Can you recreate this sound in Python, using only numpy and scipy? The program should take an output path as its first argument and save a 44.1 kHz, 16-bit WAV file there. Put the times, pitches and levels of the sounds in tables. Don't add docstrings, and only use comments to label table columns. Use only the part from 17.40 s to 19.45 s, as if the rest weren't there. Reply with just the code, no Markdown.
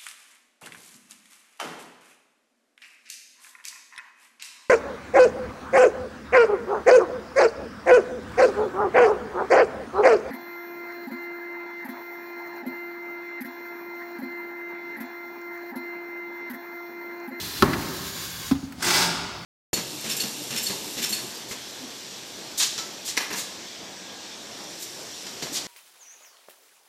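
import sys
import numpy as np
from scipy import signal
from scipy.fft import rfft, irfft, next_fast_len
from scipy.io import wavfile
from scipy.ndimage import map_coordinates

SR = 44100
rng = np.random.default_rng(int(sys.argv[2]) if len(sys.argv) > 2 else 0)


def generate_wav(signal):
    frames = np.transpose(np.atleast_2d(signal))
    scaled = np.clip(frames, -1, 1) * 32767
    pcm = np.round(scaled).astype(np.int16)
    wavfile.write(sys.argv[1], SR, pcm)


N = 90404

# start in seconds, level in dB, thud and crack offsets in dB.
BLOWS = [(0.2234, -13, -10, 0.5), (0.2289, -14, 4, -8.5), (0.258, -32, 5, -4), (0.276, -39.5, 22.5, -11),
         (0.331, -37.5, 11, -1), (0.377, -44, 21, -3), (0.446, -38, 0, 8.5)]


def exhaust():
    # time in seconds, level in dB.
    outflow = [(1.36, -59), (1.419, -35.5), (1.426, -31), (1.48, -25.5), (1.56, -24), (1.63, -24.5),
               (1.7, -34.5), (1.8, -45), (2.0, -56.5)]
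    # frequency in Hz, relative level in dB.
    jet_spectrum = [(70, -22), (120, -8), (170, -3), (245, -7), (360, -6), (520, -11.5), (600, -7.5),
                    (840, -4), (1000, -4.5), (1570, -4.5), (1810, -13.5), (2310, -7.5), (3000, -8.5),
                    (5300, -6), (8000, -15), (10400, -18), (15700, -32)]
    shrill_spectrum = [(3000, -15.5), (5200, -8), (7500, -23.5)]
    open_s, sputter_s, sputter_hz, sputter_db, turbulence_db = 1.429, 0.06, 50, 2.8, 0.9
    since = clock() - open_s
    pulsing = np.exp(-np.abs(since) / sputter_s) * np.cos(2 * np.pi * sputter_hz * since)
    sputter = amp(sputter_db * pulsing + turbulence_db * wobble(70.07))
    smooth_flow = level(outflow)
    flow = smooth_flow * sputter
    frame = frame_resonance(flow)
    fizz = sputter * port_fizz(open_s)
    tick = valve_tick()
    shrill = amp(-27) * (smooth_flow / smooth_flow.max()) ** 2 * noise(shrill_spectrum)
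    return tick + fizz + shrill + frame + in_hall(flow * noise(jet_spectrum), wet_db=-4.5)


def frame_resonance(flow):
    # frequency in Hz, peak level in dB, t60 in seconds, time of best coupling in seconds.
    modes = [(172.2, -33, 1.9, 1.536), (360.4, -33.5, 0.77, 1.43), (826, -30, 0.27, 1.57),
             (903, -31.5, .35, 1.63), (1080, -38.5, 0.26, 1.48), (1538, -34.5, 0.32, 1.5),
             (1633, -30, 0.16, 1.65), (2006, -34, 0.42, 1.46), (2290, -32, .2, 1.54),
             (5165, -30.5, .2, 1.565)]
    flare_s, waver_rate = 0.043, 21.9
    t = clock()
    total = np.zeros(N)
    for hz, db, t60, best_s in modes:
        coupling = 1 / (1 + ((t - best_s) / flare_s) ** 2)
        retained = amp(-60 / (t60 * SR)) ** 2
        energy = signal.lfilter([1], [1, -retained], (flow * coupling) ** 2)
        waver = amp(1.2 * wobble(waver_rate))
        tone = np.sin(2 * np.pi * hz * t + 1.05 * wobble(waver_rate))
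        total += amp(db) * np.sqrt(energy / energy.max()) * waver * tone
    return total


def port_fizz(open_s):
    # frequency in Hz, relative level in dB.
    spectrum = [(800, -8), (1500, 8), (3000, -2), (6000, 0), (8500, 0.5), (10500, -11.5), (13000, -4),
                (15700, -20)]
    lead_s, attack_s, hold_s = 0.0078, 0.0033, 0.18
    attack = np.clip((clock() - open_s + lead_s) / attack_s, 0, 1)
    return amp(-28) * attack * held(0, open_s + hold_s, t60=0.5) * noise(spectrum)


def valve_tick():
    # frequency in Hz, relative level in dB.
    spectrum = [(500, -18), (1600, 8), (4000, -5), (15000, -10)]
    return amp(-38.5) * fade(start=1.323, t60=0.05) * noise(spectrum)


def arm_clunk():
    # frequency in Hz, relative level in dB, t60 in seconds.
    arm_modes = [(224, 1.5, 0.044), (292, -21, 0.61), (375.7, 6.5, 0.048), (403.4, 1.5, 0.075),
                 (556, -12, 0.061), (663, -10.5, 0.042), (860, -4, 0.032), (1080, 4, 0.035),
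                 (1300, 0.5, 0.036), (1400, -0.5, 0.023), (4060, -12.5, 0.027)]
    base_modes = [(56, -17, 0.13), (84, 0.5, 0.067), (142, -8.5, 0.225)]
    # frequency in Hz, relative level in dB.
    crack_spectrum = [(200, -24), (700, -13), (1300, 1), (2000, 0.5), (2900, -2), (4200, 2), (7000, -15),
                      (15000, -18)]
    total = np.zeros(N)
    for start, db, thud_db, crack_db in BLOWS:
        arm = ring(start, arm_modes, rise_s=0.00052)
        thud = amp(thud_db) * ring(start, base_modes, rise_s=0.0078)
        crack = amp(crack_db - 4.5) * fade(start, t60=0.04) * noise(crack_spectrum)
        total += amp(db) * (arm + thud + crack)
    return total


def stop_snap():
    # frequency in Hz, relative level in dB.
    spectrum = [(500, -16), (1300, 9.5), (4000, 3.5), (9000, -11.5), (15000, -12)]
    # frequency in Hz, level in dB, t60 in seconds.
    modes = [(1170, -5.5, 0.0065)]
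    start = BLOWS[0][0]
    return amp(-11) * fade(start, t60=0.014) * noise(spectrum) + ring(start, modes, rise_s=1 / SR)


def head_thump():
    # start in seconds, level in dB, relative rattle level in dB.
    landings = [(1.112, -13, -12.5), (1.152, -30.5, -7), (1.19, -39, -24), (1.229, -28, -20)]
    # frequency in Hz, relative level in dB, t60 in seconds.
    head_modes = [(80, -15, 0.17), (147, -15, 0.2), (188, 1.5, 0.055), (242, 2, 0.065), (274.5, 5.5, .12),
                  (281, -17, 0.68)]
    # frequency in Hz, relative level in dB.
    rattle_spectrum = [(200, 2), (400, 10.5), (600, -1), (1100, 5), (2000, -6.5), (4000, -6), (8000, -17.5),
                       (15000, -18)]
    total = np.zeros(N)
    for start, db, rattle_db in landings:
        thump = ring(start, head_modes, rise_s=0.0032)
        rattle = amp(rattle_db) * fade(start, t60=0.12) * noise(rattle_spectrum)
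        total += amp(db) * (thump + rattle)
    return total


def panel_rattle():
    # frequency in Hz, relative level in dB.
    spectrum = [(30, -12), (65, -7), (160, 0.5), (280, 2.5), (380, -3), (520, -10), (800, -6), (1150, -9.5),
                (1800, -9.5), (2500, -22), (5000, -36)]
    return amp(-22.5) * fade(BLOWS[0][0], t60=1.2) * noise(spectrum)


def loose_link():
    # start in seconds, level in dB.
    clacks = [(0.3316, -25), (.423, -38)]
    # frequency in Hz, relative level in dB.
    spectrum = [(700, -16), (1300, -9), (1700, 2.5), (2400, -1), (2900, -8), (4200, -8), (5300, -10.5),
                (6200, -27), (15000, -33)]
    return sum(amp(db) * held(start, start + 0.008, t60=0.04) * noise(spectrum) for start, db in clacks)


def throttle():
    # frequency in Hz, relative level in dB.
    early_spectrum = [(100, -4), (360, 4.5), (520, -12.5), (1400, -3), (2700, -4), (4200, -3), (4900, -1),
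                      (7000, -7.5), (9400, -8.5), (10300, -14), (11300, -6.5), (13300, -9.5), (15700, -11)]
    lift_spectrum = [(100, -31), (360, 0), (520, -7), (850, -9.5), (1110, 2.5), (1350, -6.5), (1630, 3.5),
                     (1900, -4), (2110, -1), (2400, -4.5), (3400, -0.5), (4600, 0), (5700, -3), (7100, -3),
                     (7800, -8.5), (9300, -7.5), (10400, -12.5), (11300, -6), (13400, -9), (15700, -9.5)]
    # frequency in Hz, width in Hz, boost in dB.
    early_whistles = [(3470, 62, 9.5), (4060, 220, 9.5), (4390, 140, 6)]
    # time in seconds, level in dB.
    lift_levels = [(0, -62), (.3, -38), (.55, -36), (.85, -35), (1.105, -36.5), (1.18, -77)]
    change_s, crossfade_s = 0.2, 0.14
    lift_share = np.clip((clock() - change_s) / crossfade_s, 0, 1)
    early = amp(-33.5) * noise(early_spectrum, early_whistles)
    lift = level(lift_levels) * (shifting_noise(lift_spectrum, count=7) + lift_whistles())
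    air = np.sqrt(1 - lift_share) * early + np.sqrt(lift_share) * lift
    return air * amp(0.95 * wobble(24.9))


def lift_whistles():
    # frequency in Hz, level relative to the hiss in dB, start in seconds.
    whistles = [(3510, -18, 0.51), (4570, -17, 0.42), (5410, -18, 0.36), (6980, -14, 0.52),
                (11450, -18.5, 0.23), (13400, -21, .65)]
    width_hz, drift, flare_db, rise_s = 110, 0.008, 2.5, 0.1
    warped_time = np.cumsum(1 + drift * wobble(7.2)) / SR
    total = np.zeros(N)
    for hz, db, start in whistles:
        phase = 2 * np.pi * hz * warped_time
        tone = unit(wobble(width_hz) * np.cos(phase) + wobble(width_hz) * np.sin(phase))
        onset = np.clip((clock() - start) / rise_s, 0, 1)
        total += onset * amp(db + flare_db * wobble(10.4)) * tone
    return total


def bleed():
    # frequency in Hz, relative level in dB.
    spectrum = [(500, -8), (1200, 3), (2500, -8), (4500, 3.5), (6300, 1.5), (7000, 4.5), (7500, -11),
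                (10500, -11), (11500, -11), (15700, -17)]
    return amp(-49.5) * held(start=1.11, end=1.254, t60=0.17) * noise(spectrum)


def drive():
    # frequency in Hz, level in dB.
    motor_tones = [(173, -51)]
    # frequency in Hz, relative level in dB.
    rumble_spectrum = [(25, -28), (50, -2), (80, 2), (170, 0.5), (300, -6.5), (380, -12.5), (520, -15.5),
                       (1000, -15), (1600, -19), (16000, -33.5)]
    hum = sum(amp(db + 0.44 * wobble(7.8)) * np.sin(2 * np.pi * hz * clock() + 0.32 * wobble(7.66))
              for hz, db in motor_tones)
    return hum + amp(-44.5 + 0.13 * wobble(11.5)) * noise(rumble_spectrum)


def in_hall(x, wet_db):
    # frequency in Hz, t60 in seconds.
    decay_times = [(60, 0.97), (200, 1.94), (1000, 1.92), (2500, 1.56), (5000, 1.22), (8000, 0.89),
                   (14000, 0.34)]
    build_up_s = 0.0055
    hz, t, bands = signal.stft(rng.standard_normal(N), SR, nperseg=256)
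    decay = amp(-60 * t / along(decay_times, hz)[:, None])
    tail = signal.istft(bands * decay, SR, nperseg=256)[1][:N]
    tail *= 1 - np.exp(-(clock() / build_up_s) ** 2)
    return x + amp(wet_db) * signal.fftconvolve(x, tail / np.linalg.norm(tail))[:N]


def ring(start, modes, rise_s):
    t = np.arange(SR // 2) / SR
    tones = np.zeros(len(t))
    for k, (hz, db, t60) in enumerate(modes):
        decay = amp(db + rng.normal() - 60 * t / t60)
        tones += decay * np.sin(2 * np.pi * hz * t + k * np.pi + 0.5 * rng.normal())
    return np.pad(tones * (1 - np.exp(-t / rise_s)), (round(start * SR), N))[:N]


def noise(spectrum, resonances=()):
    ripple_db, ripple_step_hz = 3, 45.05
    knots = rng.standard_normal(4000)

    def gain(hz):
        ripple = ripple_db * hz / (hz + 500) * map_coordinates(knots, [hz / ripple_step_hz], mode="wrap")
        peaks = sum(db / (1 + (2 * (hz - centre) / width) ** 2) for centre, width, db in resonances)
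        return amp(along(spectrum, hz) + ripple + peaks)
    return unit(filtered(rng.standard_normal(N), gain))


def shifting_noise(spectrum, count):
    place = np.linspace(0, count - 1, N)
    return sum(np.sqrt(np.clip(1 - np.abs(place - k), 0, 1)) * noise(spectrum) for k in range(count))


def fade(start, t60):
    t = clock() - start
    return (t >= 0) * amp(-60 * np.abs(t) / t60)


def held(start, end, t60):
    t = clock()
    return ((t >= start) & (t < end)) + fade(end, t60)


def level(rows):
    return amp(np.interp(clock(), *np.transpose(rows)))


def wobble(rate):
    coarse = np.arange(0, N + 64, 64) / SR
    curve = map_coordinates(rng.standard_normal(400), [coarse * rate], mode="wrap")
    return np.interp(clock(), coarse, curve)


def filtered(x, response):
    size = next_fast_len(N + 8192)
    return irfft(rfft(x, size) * response(np.fft.rfftfreq(size, 1 / SR)), size)[:N]


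def along(points, hz):
    frequencies, values = np.transpose(points)
    return np.interp(np.log(hz + 1), np.log(frequencies + 1), values)


def amp(db):
    return 10 ** (np.asarray(db) / 20)


def unit(x):
    return x / np.sqrt(np.mean(x ** 2) + 1e-20)


def clock():
    return np.arange(N) / SR


def scene():
    clunk = in_hall(arm_clunk(), wet_db=-17) + stop_snap() + loose_link() + panel_rattle()
    thump = in_hall(head_thump(), wet_db=-18)
    return (drive() + throttle() + clunk + thump + bleed() + exhaust())[None]


def record(dry):
    ceiling, bass_hz, top_hz = 0.72, 36, 15800
    rounded = dry[0] / (1 + (np.abs(dry[0]) / ceiling) ** 6) ** (1 / 6)
    return filtered(rounded, lambda hz: (hz < top_hz) * hz ** 4 / (hz ** 4 + bass_hz ** 4))[None]


dry = scene()
out = record(dry)
generate_wav(out)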